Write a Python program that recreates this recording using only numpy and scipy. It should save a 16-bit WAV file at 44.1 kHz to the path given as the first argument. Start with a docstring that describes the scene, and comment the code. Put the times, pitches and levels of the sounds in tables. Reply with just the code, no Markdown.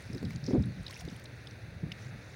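"""A fine spatter of water on a pond, over a low breeze and the quiet hiss of open fields.
Wet cloth is being wrung out above the water: drops hit the surface and trap tiny bubbles that
chirp upward, and the spatter swells with each squeeze, with splats and squelches from the cloth.
Wind buffets the single microphone in low, fluttering bumps. Far off, a bird whistles once."""
import sys
import numpy as np
from scipy import signal
from scipy.fft import rfft, irfft
from scipy.io import wavfile

SR = 44100
rng = np.random.default_rng(int(sys.argv[2]) if len(sys.argv) > 2 else 0)


def dump(signal):
    """Clip the signal to [-1, 1] and save it as 16-bit WAV at the path in sys.argv[1]."""
    limited = np.clip(np.atleast_2d(signal).T, -1, 1)
    pcm = np.round(limited * 32767).astype(np.int16)
    wavfile.write(sys.argv[1], SR, pcm)


N = 103635
T = np.arange(N) / SR

# flow of water falling on the pond: t/s, gain/dB
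WATER_FLOW = [(0, -2), (.08, -4), (.15, -5.5), (.27, -6.5), (.32, -1.5), (.39, -9.5), (.5, -1.5),
              (.57, -9.5), (.76, -9), (.84, -6), (.91, 0), (1.01, 2), (1.04, -7.5), (1.12, -1.5),
              (1.25, -9), (1.4, -8), (1.85, -13), (2.03, -6), (2.1, -14), (2.35, -8.5)]
# colour of the small droplets: f/Hz, gain/dB
SPATTER_COLOUR = [(1500, 2), (5500, 8), (7500, -4), (12000, -1)]
# colour of the finest spray: f/Hz, gain/dB
SPRAY_COLOUR = [(500, -27), (1100, -2), (2000, 0), (3100, 0.5), (4000, 1.5), (6000, 0.5), (7600, -9),
                (9700, -8.5), (13300, -23), (14300, -14), (15200, -9)]
# steady breeze on the microphone: f/Hz, gain/dB
BREEZE_COLOUR = [(25, -47), (50, -11.5), (90, -6.5), (113, 0.5), (140, -8.5), (220, -16.5), (350, -20.5),
                 (600, -22), (900, -32), (1500, -67)]
# hiss of the surrounding fields: f/Hz, gain/dB
FIELD_COLOUR = [(300, -0.5), (800, -6.5), (1080, -9), (1500, 0), (1850, 1), (2600, -3.5), (3120, -19.5),
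                (3600, -7.5), (4600, -12), (5300, -23), (6200, -15.5), (7400, -33), (9800, -21.5),
                (13200, -37), (15200, -25.5)]
# rise and fall of that hiss: t/s, gain/dB
FIELD_SWELL = [(0, 2.5), (1.2, 2), (1.6, 3), (1.85, 1), (1.99, 4.5), (2.35, 3)]
# clear drops: t/s, level/dB before colouring, bubble f/Hz, ring/s, second bubble re first/dB
CLEAR_DROPS = [(0.022, -49.5, 8330, 0.006, -14), (0.131, -45, 5040, .004, -1),
               (0.147, -46, 4850, 0.008, -3), (0.1797, -42.5, 4000, 0.0031, -7),
               (0.25, -43.5, 4670, 0.004, -6), (0.252, -46, 3570, 0.0076, -5),
               (0.306, -41, 2050, 0.0054, -19), (0.3592, -42.5, 4240, 0.0031, 3.5),
               (0.44, -40, 5030, 0.0038, -28), (.4638, -34, 4950, 0.0029, -33),
               (0.623, -48, 4940, 0.0057, -2), (0.636, -44.5, 3570, 0.011, -21),
               (0.657, -49.5, 9150, 0.0033, -17), (0.831, -49, 8030, 0.0042, -14),
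               (0.8638, -34.5, 3680, 0.013, -11.5), (0.8807, -37, 3470, 0.0029, -2.5),
               (.895, -50, 1003, 0.029, -13), (0.907, -41.5, 3700, 0.0074, -3.5),
               (0.9264, -40.5, 1840, 0.005, -18), (0.928, -46.5, 8940, 0.0035, -18),
               (0.935, -42, 2760, 0.0035, -14), (0.996, -41.5, 5370, 0.0034, -16),
               (1.003, -44, 8600, 0.0033, -14), (1.012, -48.5, 666, 0.038, -12),
               (1.084, -47, 3520, 0.011, -1.5), (1.101, -47.5, 5140, 0.0053, -9),
               (1.163, -46, 9400, 0.0044, -15), (1.2395, -44, 7700, 0.0021, -9),
               (1.256, -40.5, 3620, 0.0035, -8), (1.471, -38, 3350, 0.0037, -2.5),
               (1.5095, -48, 3820, 0.0037, 2.5), (1.918, -29, 2516, 0.0033, -19),
               (1.9188, -35.5, 3410, 0.0052, -24), (1.9206, -41, 5040, 0.006, -18)]
# softened treble of the drops: f/Hz, gain/dB
DROP_COLOUR = [(6200, -0.5), (7400, -7), (10000, -2), (12500, -3)]
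# wind buffets on the microphone: peak t/s, level/dB, rise/s, fall/s, upper edge f/Hz
WIND_BUFFETS = [(.103, -37.5, 0.0057, 0.024, 263), (0.153, -34.5, 0.012, 0.019, 310),
                (.229, -36.5, 0.002, 0.012, 442), (.253, -32, 0.022, 0.043, 215),
                (.365, -36, 0.021, 0.024, 188), (0.434, -36, 0.0078, 0.042, 186),
                (.487, -27.5, 0.00496, 0.012, 370), (.509, -29, 0.0017, 0.012, 433),
                (.534, -21, 0.0023, 0.018, 320), (.557, -22.5, 0.011, 0.016, 453),
                (.579, -21, 0.0035, 0.012, 191), (.605, -24, 0.0081, 0.017, 219),
                (.678, -31.5, 0.027, 0.031, 213), (.812, -38.5, 0.033, 0.02, 172),
                (1.059, -39, 0.026, 0.032, 181), (1.08, -36, 0.0023, 0.0057, 350),
                (1.128, -37.5, 0.0046, 0.0066, 206), (1.699, -45, 0.036, 0.082, 153),
                (1.837, -26.5, 0.0031, 0.0073, 251), (1.866, -38.5, 0.0094, 0.04, 196),
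                (2.07, -39.5, 0.007, 0.0087, 239), (2.15, -45, 0.039, 0.036, 183)]
# water slapping the cloth: t/s, level/dB
CLOTH_SPLATS = [(0.1712, -55.5), (.2265, -51.5), (.304, -51), (.330, -56), (0.907, -46.5), (1.008, -47.5),
                (1.049, -50.5), (1.195, -54), (1.918, -54)]
# colour of a splat: f/Hz, gain/dB
SPLAT_COLOUR = [(400, -17), (1100, -1), (2000, 5.5), (3100, -4), (4500, 5), (7600, -6), (9700, -8),
                (13600, -15), (14900, 0), (15800, -15)]
# water forced through the weave: peak t/s, level/dB, half length/s, bubble f/Hz
CLOTH_SQUELCHES = [(0.487, -58, 0.028, 4840), (2.039, -65, 0.033, 5500), (2.3, -69.5, .07, 5580)]


def undb(db):
    """Decibels to gain."""
    return 10 ** (np.asarray(db) / 20)


def level(x, db):
    """Set the rms level."""
    return x * undb(db) / np.sqrt(np.mean(x ** 2) + 1e-20)


def colour(x, points):
    """Filter by a curve of f/Hz, gain/dB."""
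    hz, db = np.array(points).T
    f = np.fft.rfftfreq(len(x), 1 / SR) + 1
    gain = undb(np.interp(np.log(f), np.log(hz), db))
    return irfft(rfft(x) * gain, len(x))


def add(out, start, x):
    """Mix x in at start seconds."""
    i = int(np.clip(start * SR, 0, N - 1))
    out[i:i + len(x)] += x[:N - i]


def swell(age):
    """Rises smoothly to 1 at age 1, then dies away."""
    return (age * np.exp(1 - age)) ** 2


def bubble(hz, ring_s, octaves_per_ring=0.33, swell_share=0.19):
    """A trapped bubble swells, rings and dies while its pitch rises."""
    age = np.arange(int(2 * ring_s * SR)) / (ring_s * SR)
    pitch = np.minimum(hz * 2 ** (octaves_per_ring * age), SR / 2)
    return swell(age / swell_share) * np.sin(2 * np.pi * np.cumsum(pitch) / SR)


def spatter(flow, per_s=380, low_hz=2000, high_hz=10500, ring_cycles=13, full_spread_db=4):
    """Small droplets chirp on the pond; the thicker the stream, the more uneven their sizes."""
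    out = np.zeros(N)
    for k, (when, pitch, chance) in enumerate(rng.random((int(per_s * N / SR), 3))):
        start = (k + 2 * when) / per_s
        hz = low_hz + (high_hz - low_hz) * pitch
        spread_db = full_spread_db * min(np.interp(start, T, flow), 1)
        size = min(-np.log(chance), 3.5)
        add(out, start, undb(spread_db * size) * bubble(hz, ring_cycles / hz))
    return level(colour(out, SPATTER_COLOUR), db=-61) * flow


def spray(flow, per_s=5000):
    """The finest droplets tick on the surface without ringing."""
    ticks = (rng.random(N) < per_s / SR) * rng.choice([-1, 1], N)
    return level(colour(ticks, SPRAY_COLOUR), db=-60) * flow


def plops(flow, per_s=130, low_hz=601, high_hz=2230, ring_cycles=14):
    """The stream traps larger, lower bubbles, louder when it runs thick."""
    out = np.zeros(N)
    for k, (when, pitch) in enumerate(rng.random((int(per_s * N / SR), 2))):
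        hz = low_hz * (high_hz / low_hz) ** pitch
        add(out, (k + 2 * when) / per_s, bubble(hz, ring_cycles / hz))
    return level(out, db=-64.5) * flow


def breeze():
    """Steady air rumbles right on the microphone."""
    return level(colour(rng.standard_normal(N), BREEZE_COLOUR), db=-48.5)


def field_hiss():
    """The fields and trees around the pond hiss, swelling and sinking a little."""
    hiss = level(colour(rng.standard_normal(N), FIELD_COLOUR), db=-58)
    return hiss * undb(np.interp(T, *np.array(FIELD_SWELL).T))


def drops(smack_db=-10, smack_oct=0.28, smack_peak_s=0.0026,
          pitch_step=1.451, gap_s=0.0011, scatter_oct=0.11, last_step_db=-10):
    """Each clear drop smacks the pond and traps a bubble that breaks twice into a smaller one."""
    out, t = np.zeros(N), T[:2048]
    f = np.fft.rfftfreq(len(t), 1 / SR) + 1
    for start, db, hz, ring_s, second_db in CLEAR_DROPS:
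        around_pitch = np.exp(-(np.log2(f / hz) / smack_oct) ** 2 / 2)
        smack = irfft(rfft(rng.standard_normal(len(t))) * around_pitch)
        add(out, start, level(smack, db + smack_db) * swell(t / smack_peak_s))
        for k, step_db in enumerate([0, second_db, second_db + last_step_db]):
            detune_oct = min(k, 1) * scatter_oct * rng.standard_normal()
            pitch = hz * pitch_step ** k * 2 ** detune_oct
            add(out, start + k * gap_s, undb(db + step_db) * bubble(pitch, ring_s))
    return colour(out, DROP_COLOUR)


def buffets(eddies_per_s=330, spread_db=0.55, low_edge_share=0.3, edge_order=4.59):
    """Each buffet is a quick run of eddies that thump the microphone; faster air sits higher."""
    out, n = np.zeros(N), 32768
    f = np.fft.rfftfreq(n, 1 / SR)
    t = (np.arange(n) - n // 2) / SR  # zero at the buffet's peak
    for peak, db, rise, fall, edge_hz in WIND_BUFFETS:
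        when, side, chance = rng.random((400, 3)).T
        at = ((np.arange(len(when)) + when) * SR / eddies_per_s).astype(int)
        pushes = np.sign(side - 0.5) * undb(-spread_db * np.log(chance))
        eddies = np.zeros(n)
        eddies[at[at < n]] = pushes[at < n]
        low_slope = (f / (low_edge_share * edge_hz)) ** 3
        band = low_slope / np.hypot(1, low_slope) / np.hypot(1, (f / edge_hz) ** edge_order)
        envelope = np.where(t < 0, np.exp(-(t / rise) ** 2 / 2), np.exp(-abs(t) / fall))
        air = irfft(rfft(eddies) * band) * envelope
        rms = np.sqrt(np.sum(air ** 2) / np.sum(envelope ** 2))
        out += np.interp(T - peak, t, undb(db) * air / rms, left=0, right=0)
    return out


def knocks(hz=810, below_buffet_db=7, sudden_rise_s=0.0048):
    """A buffet's front knocks on the microphone, harder the steeper and brighter it is."""
    out, t = np.zeros(N), T[:512]
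    brightest_hz = max(row[4] for row in WIND_BUFFETS)
    knock = swell(t * hz * 2) * np.sin(2 * np.pi * hz * t)
    for peak, db, rise, _, edge_hz in WIND_BUFFETS:
        steepness = min(sudden_rise_s / rise, 1) ** 0.5
        brightness = (edge_hz / brightest_hz) ** 3
        add(out, peak - rise / 2, undb(db - below_buffet_db) * steepness * brightness * knock)
    return out


def splats(peak_s=0.0025):
    """Short bright bursts where water slaps the cloth."""
    out, t = np.zeros(N), T[:2048]
    for start, db in CLOTH_SPLATS:
        burst = colour(rng.standard_normal(len(t)), SPLAT_COLOUR)
        add(out, start, level(burst, db) * swell(t / peak_s))
    return out


def squelches(per_s=1100, scatter_oct=0.2, ring_s=0.003):
    """A squeeze presses a dense froth of like-sized bubbles out of the cloth."""
    out = np.zeros(N)
    for peak, db, half_s, hz in CLOTH_SQUELCHES:
        froth = np.zeros(N)
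        for when, pitch in rng.standard_normal((int(per_s * 2 * half_s), 2)):
            add(froth, peak + half_s * when, bubble(hz * 2 ** (scatter_oct * pitch), ring_s))
        time_share = np.pi * half_s * SR / N  # sets the level over the squelch's own length
        out += level(froth, db) * np.sqrt(time_share)
    return out


def far_bird(start_s=0.675, length_s=0.15, from_hz=4500, to_hz=3800, db=-65.5):
    """One faint, falling whistle from the distant trees."""
    progress = np.clip((T - start_s) / length_s, 0, 1)
    hz = from_hz * (to_hz / from_hz) ** progress
    envelope = np.sin(np.pi * np.sqrt(progress))
    return undb(db) * envelope * np.sin(2 * np.pi * np.cumsum(hz) / SR)


def scene():
    """Falling water, wind and fields at one microphone by the pond."""
    flow = undb(np.interp(T, *np.array(WATER_FLOW).T))
    water = drops() + splats() + squelches() + spatter(flow) + spray(flow) + plops(flow)
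    wind = buffets() + knocks() + breeze()
    distance = field_hiss() + far_bird()
    return (water + wind + distance)[None]


def record(dry, low_hz=47.3, top_hz=15850):
    """The microphone sheds the deepest rumble and the recorder cuts the top."""
    low_cut = signal.butter(3, low_hz, "high", fs=SR, output="sos")
    top_cut = signal.ellip(10, 0.2, 70, top_hz, fs=SR, output="sos")
    return signal.sosfilt(top_cut, signal.sosfilt(low_cut, dry))


dry = scene()
out = record(dry)
dump(out)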